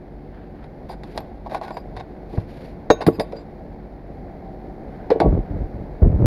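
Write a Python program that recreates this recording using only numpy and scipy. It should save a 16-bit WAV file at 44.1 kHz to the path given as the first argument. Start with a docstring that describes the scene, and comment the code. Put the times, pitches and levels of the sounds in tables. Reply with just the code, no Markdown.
"""Latching a trailer door.

Gloved hands work the steel catches and levers of a trailer's rear door, close to the microphone.
Steel clicks, scrapes and clanks on steel; the parts ring briefly and the big panel thuds behind them.
Boots shift on gravel, a diesel truck idles across the yard, and near the end wind buffets the microphone.
"""
import sys
import numpy as np
from scipy import signal
from scipy.fft import rfft, irfft
from scipy.io import wavfile
from scipy.ndimage import uniform_filter1d

SR = 44100
rng = np.random.default_rng(int(sys.argv[2]) if len(sys.argv) > 2 else 0)


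def unload_wav(signal):
    """Save mono or channel-first audio to the path in sys.argv[1] as 16-bit WAV at rate SR, clipped to [-1, 1]."""
    wavfile.write(
        sys.argv[1],
        SR,
        np.round(np.clip(np.atleast_2d(signal).T, -1, 1) * 32767).astype(np.int16),
    )


N = 276047

# Diesel hum. Each row: multiple of the shaft rate, rms level in dB.
ENGINE_ORDERS = [(2, -45), (4, -56), (6, -50), (9, -51), (12, -52), (15, -51), (16, -68), (19, -63.5),
                 (21, -66)]
# Engine rattle across the yard. Each row: frequency in Hz, relative density in dB.
RATTLE_SPECTRUM = [(20, -8.5), (45, 5.5), (115, -7), (170, -0.5), (380, -6.5), (780, -9), (950, -19.5),
                   (1250, -29.5), (1550, -28), (2150, -29), (2900, -48.5), (4400, -42.5), (6200, -56),
                   (15500, -59)]
# Level of the engine rattle, slowly rising. Each row: time in seconds, gain in dB.
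RATTLE_LEVEL = [
    [(0.0, -42.5), (0.88, -41)],
    [(3.55, -40), (3.732, -40.5), (5.08, -37)],
]
# Boots on gravel. Each row: start in seconds, length in seconds, level in dB.
STEPS = [(.32, 0.12, -59), (.54, 0.096, -57), (4.85, 0.73, -64.5)]
# Small clicks: a stone ticks underfoot, then the catches click.
# Each row: start in seconds, clatter in dB, tilt in dB per octave, knock in dB.
CLICKS = [ (.641, -33, -3.5, -53), (.894, -35, -4, -27), (1.034, -34.5, 1.5, -34), (1.176, -21.5, 2.5, -26),
          (1.462, -40, -2, -23.5), (1.52, -25, -6, -30), (1.546, -22.5, 0.5, -15),
          (1.561, -26.5, -2.5, -26), (1.613, -33, -0.5, -20), (1.706, -24, -4, -24),
          (1.769, -25, -1.5, -22.5), (1.966, -28.5, -1.5, -39), (2.375, -20, -8, -28),
          (3.006, -29, -3.5, -34), (3.322, -34.5, 0, -33)]
# Steel clatter. Each row: frequency in Hz, relative density in dB.
CLATTER_SPECTRUM = [(20, -55), (100, -29.5), (350, 1.5), (720, 2), (1050, -2.5), (1300, -13.5), (1550, -7),
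                    (2300, -10), (3000, -21.5), (3800, -12.5), (5000, -19), (6200, -31.5), (10000, -32),
                    (12800, -46.5), (14500, -55)]
# Modes of the steel parts and door panel. Each row: frequency in Hz, relative level in dB, t60 in seconds.
CATCH_MODES = [(2130, -14, .07), (3720, -12, .06), (3870, -10, .06), (4245, -10, .06), (4780, 0, .09),
               (4890, -8, .05), (7505, -11, .09), (9355, -12, .14), (10570, -4, .08), (12380, -21, .08),
               (14485, -12, .12)]
LEVER_MODES = [(1560, -4, .06), (1830, -6, .06), (2200, -7, .07), (2412, -10, .1), (2686, -8, .11),
               (3754, -2, .14), (3941, -11, .13), (4760, -14, .07), (5480, -14, .08), (6020, -17, .07),
               (6502, -4, .16), (6470, -15, .1), (7300, -20, .1), (10000, -19, .14), (10410, -25, .1),
               (11130, -20, .08), (14350, -15, .17)]
ROD_MODES = [(1183, 21, .06), (1520, 7.5, .08), (2200, -48, 0.064), (2350, -2.5, 0.11), (3140, -22, 0.056),
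             (4050, -7.5, .04), (7450, 5, 0.089), (9280, -27, 0.034), (11200, 8.5, .035)]
PANEL_MODES = [(76.4, 4, 0.065), (107, 3, 0.16), (159, -1, 0.17), (216.4, 1.5, 0.084), (264.5, -5.5, 0.13),
               (292, 7, 0.038), (348, 2, 0.066), (395, 5, 0.027), (447.3, 4, 0.082), (501, -1, 0.056),
               (570, 1.5, 0.049), (590, -3, 0.086), (631.5, -2.5, 0.11), (700, 3, 0.072), (757, 0, 0.055),
               (796, 3, 0.05), (852, -10, 0.12), (946, -0.5, 0.067), (1115, -4.5, 0.13)]
PART_MODES = {"lever": LEVER_MODES, "catch": CATCH_MODES, "rod": ROD_MODES}
# Sliding strokes. Each row: start in seconds, length in seconds, rasp in dB, squeak in dB,
# squeak focus in Hz.
STROKES = [ (0.886, 0.051, -41, -57, 5200), (1.144, 0.062, -43, -60, 11000),
           (1.446, .025, -45.5, -70, 13000), (1.493, 0.08, -38.5, -63, 12500),
           (1.617, 0.077, -39.5, -67, 11900), (1.711, .09, -53, -58, 5600),
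           (1.953, 0.055, -38.5, -54, 2500), (3.005, .025, -31, -49, 2500), (3.12, .035, -64, -54.5, 5500),
           (3.199, 0.0096, -44, -36.5, 4660), (3.318, 0.093, -48.5, -63, 4800)]
# Resonances of the plate under the catch and of the squeak.
# Each row: frequency in Hz, width in Hz, gain in dB.
PLATE_PEAKS = [(735, 215, 9), (1050, 35, -9), (1460, 92, -11), (1540, 120, -23), (2156, 50, -16),
               (2380, 110, -26), (3670, 76, -21)]
SQUEAK_PEAKS = [(2560, 220, -3), (4245, 70, -11), (4800, 70, 0), (4980, 160, -8), (7505, 80, -11),
                (9355, 90, -8), (10570, 120, -15), (12450, 320, -6), (14490, 110, -20)]
# Glove and sleeve brushes. Each row: start in seconds, length in seconds, level in dB.
BRUSHES = [(1.03, 0.12, -54), (2.29, .11, -51), (2.47, 0.22, -52)]
# Dull blows on the door. Each row: start in seconds, level in dB, focus in Hz, spread in octaves,
# t60 factor.
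THUDS = [ (1.150, -23, 246, 1.5, 4), (1.965, -22.5, 130, 1.8, 2), (2.330, -20.5, 300, 1.1, 3.6),
         (2.377, -8.5, 96, 0.78, 0.43), (3.078, 2, 350, 0.41, 0.94), (3.187, -12, 270, 0.88, 0.88),
         (3.325, -19.5, 516, 0.2, 2.8), (5.114, -2.5, 477, .064, 0.84), (5.152, -9.5, 434, 0.45, 2),
         (5.211, -6, 705, 0.51, 2.6), (5.252, -4, 330, .78, 1.8)]
# Heavy blows. Each row: start in seconds, clatter in dB, tilt in dB per octave, clatter t60 in seconds,
# part, ring in dB, ring focus in Hz, panel in dB, panel focus in Hz, panel t60 factor.
CLANKS = [ (2.9016, 1.5, -5, 0.043, "lever", -16, 4700, 2.5, 475, 0.98),
          (3.065, -14, -0.5, 0.059, "catch", -25.5, 11000, -8, 179.5, 0.57),
          (3.197, -20, 1.5, 0.058, "catch", -23, 4750, -9.5, 580, 1.28),
          (5.103, -14.5, -3, 0.098, "rod", -37.5, 2000, -6, 430, 0.95),
          (5.2011, -13, -2.5, 0.072, "rod", -22, 2470, -6.5, 327, 1.7)]
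# Gusts. Each row: start in seconds, length in seconds, level in dB.
GUSTS = [(5.225, 0.17, -12.5), (5.49, 0.16, -24), (5.735, 0.29, -31), (6.012, 0.15, -11.5),
         (6.183, 0.16, -8.5)]
# Wind, gravel, cloth and yard echo. Each row: frequency in Hz, relative density in dB.
WIND_SPECTRUM = [(15, -72.5), (30, 2), (75, -2.5), (150, -7.5), (380, -18), (650, -26), (1100, -44.5),
                 (2500, -62), (5500, -91.5)]
GRAVEL_SPECTRUM = [(300, -3), (900, 7), (1600, 14), (2300, 1), (4500, -8.5), (6000, -34.5), (15000, -33)]
CLOTH_SPECTRUM = [(300, 1.5), (700, 0), (1200, -9), (2000, -3.5), (3000, -12.5), (4600, -12),
                  (6200, -26.5), (12000, -25.5), (14500, -43.5)]
ECHO_SPECTRUM = [(100, -2.5), (1000, -4.5), (3000, 0), (6000, -14), (15000, -8.5)]


def undb(db):
    """Decibels to gain."""
    return 10 ** (np.asarray(db) / 20)


def unit(x):
    """Scale to rms 1."""
    return x / np.sqrt(np.mean(x ** 2) + 1e-20)


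def curve(points):
    """Interpolate (seconds, value) points at every sample."""
    times_s, values = np.transpose(points)
    return np.interp(np.arange(N) / SR, times_s, values)


def walk(rate_hz):
    """Smooth random drift, rms 1."""
    step = int(SR / rate_hz)
    held = np.repeat(rng.standard_normal(N // step + 1), step)
    return unit(uniform_filter1d(uniform_filter1d(held, step), step)[:N])


def colour(x, spectrum, tilt_db_per_oct=0, size=4096):
    """Minimum-phase filter through (Hz, dB) points; white noise keeps its power."""
    octave = np.log2(np.maximum(np.arange(size // 2 + 1) * SR / size, 1))
    hz, db = np.transpose(spectrum)
    gain = unit(undb(np.interp(octave, np.log2(hz), db) + tilt_db_per_oct * octave))
    cepstrum = irfft(np.log(gain))
    cepstrum[1:size // 2] *= 2
    cepstrum[size // 2 + 1:] = 0
    response = irfft(np.exp(rfft(cepstrum))) * np.hanning(2 * size)[size:]
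    return signal.fftconvolve(x, response)[:len(x)]


def fade(t, t60_s):
    """Exponential decay, 60 dB down at t60_s."""
    return np.exp(-np.log(1000) * t / t60_s)


def focus(hz, focus_hz, spread_oct):
    """Weight of 1 at focus_hz, halved spread_oct away."""
    return 1 / (1 + (np.log2(hz / focus_hz) / spread_oct) ** 2)


def swells(rows, attack_s, release_s, sag_db_per_s=0, db_column=2):
    """Summed gain of gestures: each rises, holds or sags, and dies away."""
    t, out = np.arange(N) / SR, np.zeros(N)
    for row in rows:
        start_s, length_s = row[:2]
        age_s = np.maximum(t - start_s, 0)
        attack = 1 - np.exp(-age_s / attack_s)
        release = np.exp(-np.clip((age_s - length_s) / release_s, 0, 20))
        out += undb(row[db_column] - sag_db_per_s * age_s) * attack * release
    return out


def add(track, start_s, sound):
    """Mix a sound in at start_s."""
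    start = int(start_s * SR)
    track[start:start + len(sound)] += sound[:N - start]


def engine(shaft_hz=24.04, throb=0.15, waver_db=2, wander_rad=0.63, rattle_trim_db=2):
    """Idling diesel: shaft orders hum and combustion noise swells with each firing."""
    shaft_rad = 2 * np.pi * np.cumsum(shaft_hz * (1 + 0.00406 * walk(5))) / SR
    hum = np.zeros(N)
    for order, db in ENGINE_ORDERS:
        # Level and phase wander as the microphone moves between the trailers.
        gain = np.sqrt(2) * undb(db + waver_db * walk(9))
        phase_rad = 2 * np.pi * rng.random() + wander_rad * walk(10)
        hum += gain * np.sin(order * shaft_rad + phase_rad)
    firing = 1 + throb * np.cos(3 * shaft_rad)
    rattle = unit(colour(rng.standard_normal(N) * firing, RATTLE_SPECTRUM))
    rattle *= undb(rattle_trim_db + 0.75 * walk(10))
    # The door shades the rattle; the hum's long waves bend round it.
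    return hum + rattle * undb(curve(np.vstack(RATTLE_LEVEL)))


def gravel(stones_per_s=2500, crunch_db=2.5, shuffle_db=-66.5):
    """Boots shift on gravel: a soft crunch of many tiny stones."""
    stones = rng.random(N) < stones_per_s / SR
    grains = stones * rng.standard_normal(N) * undb(crunch_db * np.tanh(walk(70)))
    weight = undb(shuffle_db) + swells(STEPS, attack_s=0.02, release_s=0.025)
    return colour(unit(grains) * weight, GRAVEL_SPECTRUM)


def clicks(t60_s=0.04, ring_re_clatter_db=-38):
    """A stone ticks underfoot, then the catches click: small clatter, thin ring, short knock."""
    out = np.zeros(N)
    for start_s, db, tilt_db_per_oct, knock_db in CLICKS:
        ring_db = db + ring_re_clatter_db
        add(out, start_s, contact(db, tilt_db_per_oct, t60_s, CATCH_MODES, ring_db, focus_hz=10500))
        add(out, start_s, panel(knock_db, focus_hz=820, spread_oct=0.32, t60_factor=0.73))
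    return out


def contact(db, tilt_db_per_oct, t60_s, modes, ring_db, focus_hz, tick_db=-4, grip_s=0.13, rise_s=0.0008):
    """Hard contact: a bright tick, dense clatter and a ring soon choked by the hand."""
    t = np.arange(SR // 4) / SR
    attack = 1 - np.exp(-t / rise_s)
    choke = np.exp(-(t / grip_s) ** 2)
    flutter = 1 + 0.26 * walk(220)[:len(t)]  # the loose part keeps touching its seat
    burst = rng.standard_normal(len(t)) * fade(t, t60_s=0.013)
    tick = undb(tick_db) * colour(burst, CLATTER_SPECTRUM, tilt_db_per_oct + 4)
    clatter = colour(loose_steel(t, t60_s), CLATTER_SPECTRUM, tilt_db_per_oct)
    ringing = choke * flutter * ring(modes, t, focus_hz, spread_oct=0.89, scatter_db=3)
    return attack * (undb(db) * (tick + clatter) + undb(ring_db) * ringing)


def loose_steel(t, t60_s, count=70):
    """Clatter: short partials, new at every contact, over a hiss that dies sooner."""
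    hz = 600 + 13000 * rng.random((count, 1)) ** 2
    gains = rng.standard_normal((count, 1))
    partials = unit(np.sum(gains * np.sin(2 * np.pi * hz * t), axis=0))
    hiss = rng.standard_normal(len(t))
    return (hiss * fade(t, t60_s) + partials * fade(t, 1.31 * t60_s) / 2) / np.sqrt(2)


def ring(modes, t, focus_hz, spread_oct, t60_factor=1, scatter_db=0, detune_hz=2):
    """Struck modes weighted round focus_hz, peak 1; neighbours swing in opposite directions."""
    out = 0
    for k, (hz, db, t60_s) in enumerate(modes):
        detune, scatter = rng.standard_normal(2)
        gain = undb(db + scatter_db * scatter) * focus(hz, focus_hz, spread_oct)
        tone = np.sin(2 * np.pi * (hz + detune_hz * detune) * t)
        out += (-1) ** k * gain * tone * fade(t, t60_s * t60_factor)
    return out / np.abs(out).max()


def panel(db, focus_hz, spread_oct, t60_factor, rise_s=0.0007):
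    """One blow to the door panel; its modes shift a little with the load."""
    t = np.arange(SR // 2) / SR
    attack = 1 - np.exp(-t / rise_s)
    return undb(db) * attack * ring(PANEL_MODES, t, focus_hz, spread_oct, t60_factor, detune_hz=5)


def yard_echo(x, echo_db=-24.5, t60_s=1.0, rise_s=0.0078):
    """Parked trailers and gravel return a thin, dull tail."""
    t = np.arange(SR) / SR
    envelope = (1 - np.exp(-t / rise_s)) * fade(t, t60_s)
    tail = colour(rng.standard_normal(SR) * envelope, ECHO_SPECTRUM)
    return undb(echo_db) * signal.fftconvolve(x, tail / np.linalg.norm(tail))[:N]


def scrape(slips_per_s=4500, rasp_db=-2, plate_db=-10):
    """Stick and slip: dense uneven clicks rasp the plate and make the catch squeak."""
    rasp_gain = swells(STROKES, attack_s=0.006, release_s=0.0093)
    squeak_gain = swells(STROKES, attack_s=0.006, release_s=0.0093, db_column=3)
    squeak_hz = curve([(time_s, hz) for start_s, length_s, _, _, hz in STROKES
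                       for time_s in (start_s, start_s + length_s)])
    slipping = rng.random(N) < slips_per_s / SR
    slips = unit(slipping * rng.standard_normal(N) * undb(3 * walk(110)))
    rasp = colour(slips * rasp_gain, CLATTER_SPECTRUM, tilt_db_per_oct=-0.5)
    plate = resonate(slips * rasp_gain, PLATE_PEAKS, focus_hz=1200, spread_oct=3, waver_db=5.5)
    squeak = resonate(slips * squeak_gain, SQUEAK_PEAKS, squeak_hz, spread_oct=0.83, waver_db=4.5)
    return undb(rasp_db) * rasp + undb(plate_db) * plate + squeak


def resonate(x, peaks, focus_hz, spread_oct, waver_db):
    """Steep resonances, weighted round focus_hz, trade strength as the contact moves."""
    out = 0
    for hz, width_hz, db in peaks:
        b, a = signal.iirpeak(hz, hz / width_hz, SR)
        band = signal.lfilter(b, a, signal.lfilter(b, a, x))
        band *= np.sqrt(2 * SR / (np.pi * width_hz))  # white noise keeps its power
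        out += band * undb(db + waver_db * walk(30)) * focus(hz, focus_hz, spread_oct)
    return out


def glove(roughness_db=3, sleeve_db=-65):
    """Glove and sleeve brush the door in a soft rustle; the sleeve never quite rests."""
    pressure = undb(sleeve_db) + swells(BRUSHES, attack_s=0.023, release_s=0.03)
    friction = rng.standard_normal(N) * undb(roughness_db * np.tanh(walk(160)))
    return colour(friction * pressure, CLOTH_SPECTRUM)


def thuds():
    """The panel thuds under the hand and rebounds against its frame."""
    out = np.zeros(N)
    for start_s, db, focus_hz, spread_oct, t60_factor in THUDS:
        add(out, start_s, panel(db, focus_hz, spread_oct, t60_factor))
    return out


def clanks(lag_s=0.0012, spread_oct=0.43):
    """Steel slams on steel; the locking rods pass each blow on to the panel."""
    out = np.zeros(N)
    for (start_s, db, tilt_db_per_oct, t60_s, part, ring_db, ring_hz,
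         panel_db, panel_hz, t60_factor) in CLANKS:
        add(out, start_s, contact(db, tilt_db_per_oct, t60_s, PART_MODES[part], ring_db, ring_hz))
        add(out, start_s + lag_s, panel(panel_db, panel_hz, spread_oct, t60_factor))
    return out


def whine(peak_s=4.85, width_s=0.47, db=-49, centre_hz=762, sag_hz_per_s=30, flicker_db=2.7):
    """A faint wavering tone from the truck swells once, sinks in pitch and fades."""
    from_peak_s = np.arange(N) / SR - peak_s
    hz = (centre_hz - sag_hz_per_s * from_peak_s) * (1 + 0.006 * walk(30))
    swell = np.exp(-(from_peak_s / width_s) ** 2 / 2)
    gain = np.sqrt(2) * undb(db + flicker_db * walk(20)) * swell
    return gain * np.sin(2 * np.pi * np.cumsum(hz) / SR)


def wind(eddy_db=4, breeze_db=-54.5):
    """Over a faint breeze, gusts hit and sag; their eddies buffet the microphone."""
    eddies = unit(rng.standard_normal(N) * undb(eddy_db * walk(220)))
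    force = undb(breeze_db) + swells(GUSTS, attack_s=0.0057, release_s=0.02, sag_db_per_s=29)
    return colour(eddies * force, WIND_SPECTRUM)


def scene():
    """Latch work and its echo over truck, gravel and wind; mono."""
    work = clanks() + clicks() + thuds() + scrape() + glove()
    return (work + yard_echo(work) + engine() + whine() + gravel() + wind())[None]


def record(dry, notch_hz=8020, notch_q=5, ceiling=0.98, cutoff_hz=15800):
    """The microphone port notches the treble, the loudest clanks overload, and a low-pass follows."""
    notched = signal.lfilter(*signal.iirnotch(notch_hz, notch_q, SR), dry)
    clipped = notched / (1 + (notched / ceiling) ** 8) ** (1 / 8)
    lowpass = signal.ellip(8, 0.2, 80, cutoff_hz, fs=SR, output="sos")
    return signal.sosfilt(lowpass, clipped)


dry = scene()
out = record(dry)
unload_wav(out)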